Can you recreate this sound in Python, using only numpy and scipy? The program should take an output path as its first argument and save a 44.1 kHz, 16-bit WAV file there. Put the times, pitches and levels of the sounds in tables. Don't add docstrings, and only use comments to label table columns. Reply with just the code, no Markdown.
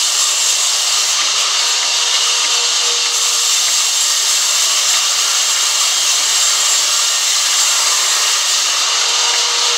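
import sys
import numpy as np
from scipy import signal
from scipy.fft import rfft, irfft, next_fast_len
from scipy.io import wavfile
from scipy.ndimage import uniform_filter1d, map_coordinates

SR = 44100
rng = np.random.default_rng(int(sys.argv[2]) if len(sys.argv) > 2 else 0)


def dump(signal):
    limited = np.clip(np.atleast_2d(signal).T, -1, 1)
    pcm = np.round(limited * 32767).astype(np.int16)
    wavfile.write(sys.argv[1], SR, pcm)


N = 430927

# start_s, end_s, pitch_hz, level_db
HUM_SPELLS = [(.2, 1.1, 71, -61), (5.3, 5.9, 75, -64), (5.95, 7.05, 77.3, -55.5), (7.45, 8.2, 75.5, -58)]
# start_s, end_s, pitch_hz, level_db
WHINE_SPELLS = [(.35, 1.251, 723, -45), (7.65, 8.25, 1042, -36), (8.05, 8.5, 1940, -42)]
# time_s, crack_level_db, thump_level_db
BELT_SLAPS = [(1.209, -19, -38), (1.825, -17, -44), (2.443, -19, -37), (3.057, -20, -41),
              (3.6792, -18, -42.5), (4.3066, -23, -47), (4.9327, -18, -39), (5.5667, -20, -49),
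              (6.1988, -31, -40), (6.8295, -27, -49), (7.4594, -21, -45), (8.72, -24, -51),
              (9.3344, -14, -48)]
# centre_hz, width_hz, level_db
PULLEY_MODES = [(500, 340, -12), (1000, 460, 0), (1760, 320, 8.5), (2100, 370, 10.5), (2450, 210, -3)]

# centre_hz, width_hz, level_db
FRAME_MODES = [(308, 20, 2), (398, 37, 4), (592, 68, 0), (728, 30, 3)]
LOG_MODES = [(960, 60, -1), (1165, 70, 4), (1230, 70, 3), (1300, 70, 2), (1400, 40, 0), (1650, 40, 0),
             (2070, 70, 0), (2200, 45, 1)]
BLADE_MODES = [(2710, 22, 6.5), (2770, 38, -0.5), (2890, 43, 7.5), (3030, 30, 0), (3103, 54, 5.5),
               (3250, 55, 6), (3380, 28, 7.5), (3625, 95, 5), (3650, 38, 2.5), (3830, 47, 4), (4007, 31, 7),
               (4100, 36, -1), (4140, 93, 5.5), (4280, 32, 5.5), (4400, 43, 4.5), (4570, 30, 4),
               (4680, 32, 7.5), (4850, 55, 2.5), (5100, 33, 4), (5480, 40, 0), (5584, 50, 3.5),
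               (6030, 50, 2.5), (6370, 59, 2.5), (6600, 54, 3), (6700, 38, 2)]
HIGH_BLADE_MODES = [(8350, 150, -2), (8800, 120, -2), (10260, 70, 7), (10710, 60, -2), (11300, 70, 6)]
KERF_MODES = [(7300, 90, 2), (7390, 110, 5), (7475, 80, 3), (7640, 120, 0), (7830, 80, -1)]

# frequency_hz, level_db
RUMBLE_COLOUR = [(12, -40), (20, -12), (35, -9), (50, 0), (60, -9), (100, -0.5), (150, -1.5), (180, -5.5),
                 (210, -30), (240, -17), (310, -40), (530, -120)]
FRAME_COLOUR = [(130, -62), (220, -35), (295, -14.5), (404, -8.5), (624, -0.5), (814, -2), (900, 1),
                (1170, -30), (1980, -120)]
ROAR_COLOUR = [(470, -40.5), (800, -13.5), (914, -6.5), (1070, -3.5), (1190, -2), (1400, -6.5), (1480, -7),
               (1800, -4), (2250, -4.5), (2550, -6), (2720, -10.5), (3540, -27), (5980, -120)]
RING_COLOUR = [(1500, -42), (2640, -11.5), (2700, -3), (3000, -3), (3350, -7.5), (3700, -2), (3900, -5.5),
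               (4240, -3.5), (5210, -3), (6470, -0.5), (7100, -5.5), (9360, -22.5), (15800, -120)]
HISS_COLOUR = [(4710, -40), (8000, -3), (9260, -4.5), (11400, -4.5), (12300, -6), (13300, -6), (13800, -11),
               (14300, -4), (14900, -1.5), (15700, -7)]
RASP_COLOUR = [(4000, -40), (6800, -0.5), (6980, -14), (7150, 1), (7570, -0.5), (8740, -9.5), (9620, -13.5),
               (11500, -17.5), (15000, -41), (22000, -120)]

# time_s, tooth_rate_hz
BLADE_SPEED = [(0, 462.5), (.9, 462), (1.15, 468), (1.5, 474.5), (2, 476), (3.1, 476.5), (3.5, 470),
               (3.85, 465), (4.5, 463.5), (4.9, 461), (6.3, 460), (7, 461), (7.8, 462.5), (8.45, 464),
               (8.8, 474), (9.77, 475.5)]
# time_s, bite (0 light - 1 hard), log_and_frame_trim_db, kerf_rasp_trim_db
LOG_FEED = [(0, 0.79, -1, 2), (.6, 0.79, -0.5, 3), (1.1, 0.77, 1, -1), (1.2, 0, 0, 1.5),
            (1.7, 0.017, -0.5, 0.5), (2.5, 0.044, -1, 3), (3.08, 0, -2, 0.5), (3.17, 0.81, -0.5, 1.5),
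            (3.45, 0.92, -1.5, -1), (3.75, 0.95, -1, -0.5), (4.3, 1, 0, 0), (5.15, 0.92, 1.5, -2),
            (5.8, 0.96, 1, -1), (6.6, 0.91, 2, 1), (7.2, 0.92, 0, -1), (7.9, 1, 3.5, 0),
            (8.3, 0.88, 3, -1.5), (8.55, 0.69, 0.5, -1.5), (8.8, 0.56, 2.5, -3.5), (8.88, 0.12, 2, -0.5),
            (9.77, 0.16, 1, -2)]
# multiple, full_speed_level_db, full_load_level_db
TOOTH_TONES = [(1, -48, -60), (2, -50, -54), (3, -47, -49), (4, -52, -42), (5, -60, -42), (7, -52, -44)]
# start_s, end_s, multiple, level_db
TOOTH_SINGS = [(1.55, 2.7, 2, -40), (1.9, 3.6, 1, -45), (4.6, 7.3, 7, -36), (4.9, 6.2, 3, -44),
               (6.8, 7.2, 3, -42), (7.6, 7.9, 2, -38), (7.6, 7.9, 3, -38), (7.98, 8.58, 4, -36),
               (8.7, 9.77, 3, -41), (8.85, 10.4, 1, -37), (8.8, 10.2, 2, -34)]

# light_cut_db, hard_cut_db
RASP_DB, HISS_DB, SCRAPE_DB = (-27, -20), (-44, -31.5), (-40, -34.5)
LOW_RING_DB, HIGH_RING_DB = (-14.5, -16.5), (-17, -15.5)
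ROAR_DB, FRAME_DB = (-25.5, -27.5), (-34.5, -37.5)
RUMBLE_DB = -60.5

FREE_HZ, SAG_HZ = 476.5, 16.5
LOOP_TEETH = 138
TOP_HZ = 15750


def amp(db):
    return 10 ** (np.asarray(db) / 20)


def unit(x):
    return x / np.sqrt(np.mean(x ** 2) + 1e-20)


def between(ends, share):
    return ends[0] + (ends[1] - ends[0]) * share


def curves(rows):
    time_s, *columns = np.transpose(rows)
    return [np.interp(np.arange(N) / SR, time_s, column) for column in columns]


def wobble(rate, size=N, step=1):
    knots = rng.standard_normal(int(N * rate / SR) + 9)
    return map_coordinates(knots, [np.arange(size) * step * rate / SR])


def swell(start_s, end_s):
    progress = np.clip((np.arange(N) / SR - start_s) / (end_s - start_s), 0, 1)
    return np.sqrt(np.sin(np.pi * progress).clip(0))


def filtered(x, response):
    size = next_fast_len(N + SR // 2)
    return irfft(rfft(x, size) * response(np.fft.rfftfreq(size, 1 / SR)), size)[:N]


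def uneven(shape, bins, frames):
    smooth = uniform_filter1d(rng.standard_normal(shape), size=bins, axis=0)
    return unit(uniform_filter1d(smooth, size=frames, axis=1))


def rush(colour, modes=(), swell_db=0, swell_rate=1, patchy_db=0, streaky_db=0):
    hz, frames, noise = signal.stft(rng.standard_normal(N), SR, nperseg=2048)
    power = np.ones(noise.shape)
    for centre_hz, width_hz, level_db in modes:
        level = amp(level_db + swell_db * wobble(swell_rate, size=len(frames), step=1024))
        resonance = 1 / (1 + (2 * (hz - centre_hz) / width_hz) ** 2)
        power += np.outer(resonance, level ** 2)
    patches = uneven(noise.shape, 14, 2)
    streaks = uneven(noise.shape, 3, 4)
    noise = noise * np.sqrt(power) * amp(patchy_db * patches + streaky_db * streaks)
    sound = signal.istft(noise, nperseg=2048)[1][:N]
    colour_hz, colour_db = np.transpose(colour)
    return unit(filtered(sound, lambda f: amp(np.interp(np.log(f + 1), np.log(colour_hz), colour_db))))


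def shed():
    t = np.arange(N) / SR
    hum = np.zeros(N)
    for start_s, end_s, pitch_hz, level_db in HUM_SPELLS:
        level = amp(level_db + 2.9 * wobble(7)) * swell(start_s, end_s)
        hum += level * np.sqrt(2) * np.sin(2 * np.pi * pitch_hz * t)
    rumble = amp(RUMBLE_DB + 1.0 * wobble(3)) * rush(RUMBLE_COLOUR, streaky_db=1.5)
    return hum + rumble


def whines():
    t = np.arange(N) / SR
    tones = np.zeros(N)
    for start_s, end_s, pitch_hz, level_db in WHINE_SPELLS:
        level = amp(level_db + 3.3 * wobble(12)) * swell(start_s, end_s)
        tones += level * np.sqrt(2) * np.sin(2 * np.pi * pitch_hz * t + 1.2 * wobble(22))
    return tones


def pulley(hz):
    response = 0
    for k, (centre_hz, width_hz, level_db) in enumerate(PULLEY_MODES):
        damping = 1j * hz * width_hz
        response = response + (-1) ** k * amp(level_db) * damping / (centre_hz ** 2 - hz ** 2 + damping)
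    return response


def belt():
    t = np.arange(SR // 8) / SR
    crack, thump = np.zeros(N + SR), np.zeros(N + SR)
    crack_decay_s, thump_decay_s, thump_hz = 0.067, 0.26, 305
    for time_s, crack_db, thump_db in BELT_SLAPS:
        at = round(time_s * SR)
        crack_level = amp(crack_db + 10.0 - 60 * t / crack_decay_s) * (1 - np.exp(-t / .003))
        crack[at:at + len(t)] += crack_level * rng.standard_normal(len(t))
        thump_level = amp(thump_db - 60 * t / thump_decay_s) * (1 - np.exp(-t / .004))
        thump[at:at + len(t)] += thump_level * np.sin(2 * np.pi * thump_hz * t)
    return filtered(crack[:N], pulley) + thump[:N]


def teeth():
    rate_hz, = curves(BLADE_SPEED)
    phase = 2 * np.pi * np.cumsum(rate_hz) / SR
    load = (FREE_HZ - rate_hz) / SAG_HZ
    tones = np.zeros(N)
    for multiple, *ends_db in TOOTH_TONES:
        level = amp(between(ends_db, load))
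        for start_s, end_s, sung, level_db in TOOTH_SINGS:
            if sung == multiple:
                level = level + amp(level_db) * swell(start_s, end_s)
        blur = .4 * wobble(24)
        tone = np.sqrt(2) * np.sin(multiple * (phase + blur))
        tones += level * amp(3.55 * wobble(11)) * tone
    return tones


def kerf(bite, trim_db, weld, judder):
    scrape = amp(between(SCRAPE_DB, bite) + 1.8 * wobble(3)) * weld
    rasp_level = np.hypot(amp(between(RASP_DB, bite) + trim_db), amp(12) * scrape) * amp(0.5 * judder)
    rasp = rasp_level * rush(RASP_COLOUR, KERF_MODES, 2.4, 8., 0.35, 1.6)
    flicker = amp(0.48 * judder + 0.45 * wobble(25))
    hiss_level = np.hypot(amp(between(HISS_DB, bite)), scrape) * flicker
    hiss = hiss_level * rush(HISS_COLOUR, HIGH_BLADE_MODES, 3.0, 3., .6, 1.8)
    return rasp + hiss


def blade(bite, weld, judder):
    steel = rush(RING_COLOUR, BLADE_MODES, 1.3, 7., 0.36, 1.3)
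    low = filtered(steel, lambda hz: 1 / (1 + (hz / 4600) ** 6))
    high = steel - low
    ring = amp(between(LOW_RING_DB, bite)) * low + amp(between(HIGH_RING_DB, bite)) * high
    return amp(0.32 * judder + 0.7 * weld) * ring


def log_and_frame(bite, trim_db, judder):
    roar_level = amp(between(ROAR_DB, bite) + trim_db + 0.44 * judder)
    roar = roar_level * rush(ROAR_COLOUR, LOG_MODES, 1.2, 5., 0.35, 1.9)
    frame_level = amp(between(FRAME_DB, bite) + trim_db)
    return roar + frame_level * rush(FRAME_COLOUR, FRAME_MODES, 1.7, 3.0, 0.42, 1.56)


def cut():
    bite, wood_trim_db, rasp_trim_db = curves(LOG_FEED)
    loops = np.cumsum(curves(BLADE_SPEED)[0]) / SR / LOOP_TEETH + .28
    weld = np.exp(3.6 * (np.cos(2 * np.pi * loops) - 1))
    judder = wobble(14) + 1.26 * wobble(40)
    wood = log_and_frame(bite, wood_trim_db, judder)
    return wood + blade(bite, weld, judder) + kerf(bite, rasp_trim_db, weld, judder)


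def scene():
    return np.tile(shed() + whines() + belt() + teeth() + cut(), (2, 1))


def record(dry):
    soft = dry[0] / (1 + np.abs(dry[0] / .95) ** 5) ** (1 / 5)
    return np.tile(filtered(soft, lambda hz: hz < TOP_HZ), (2, 1))


dry = scene()
out = record(dry)
dump(out)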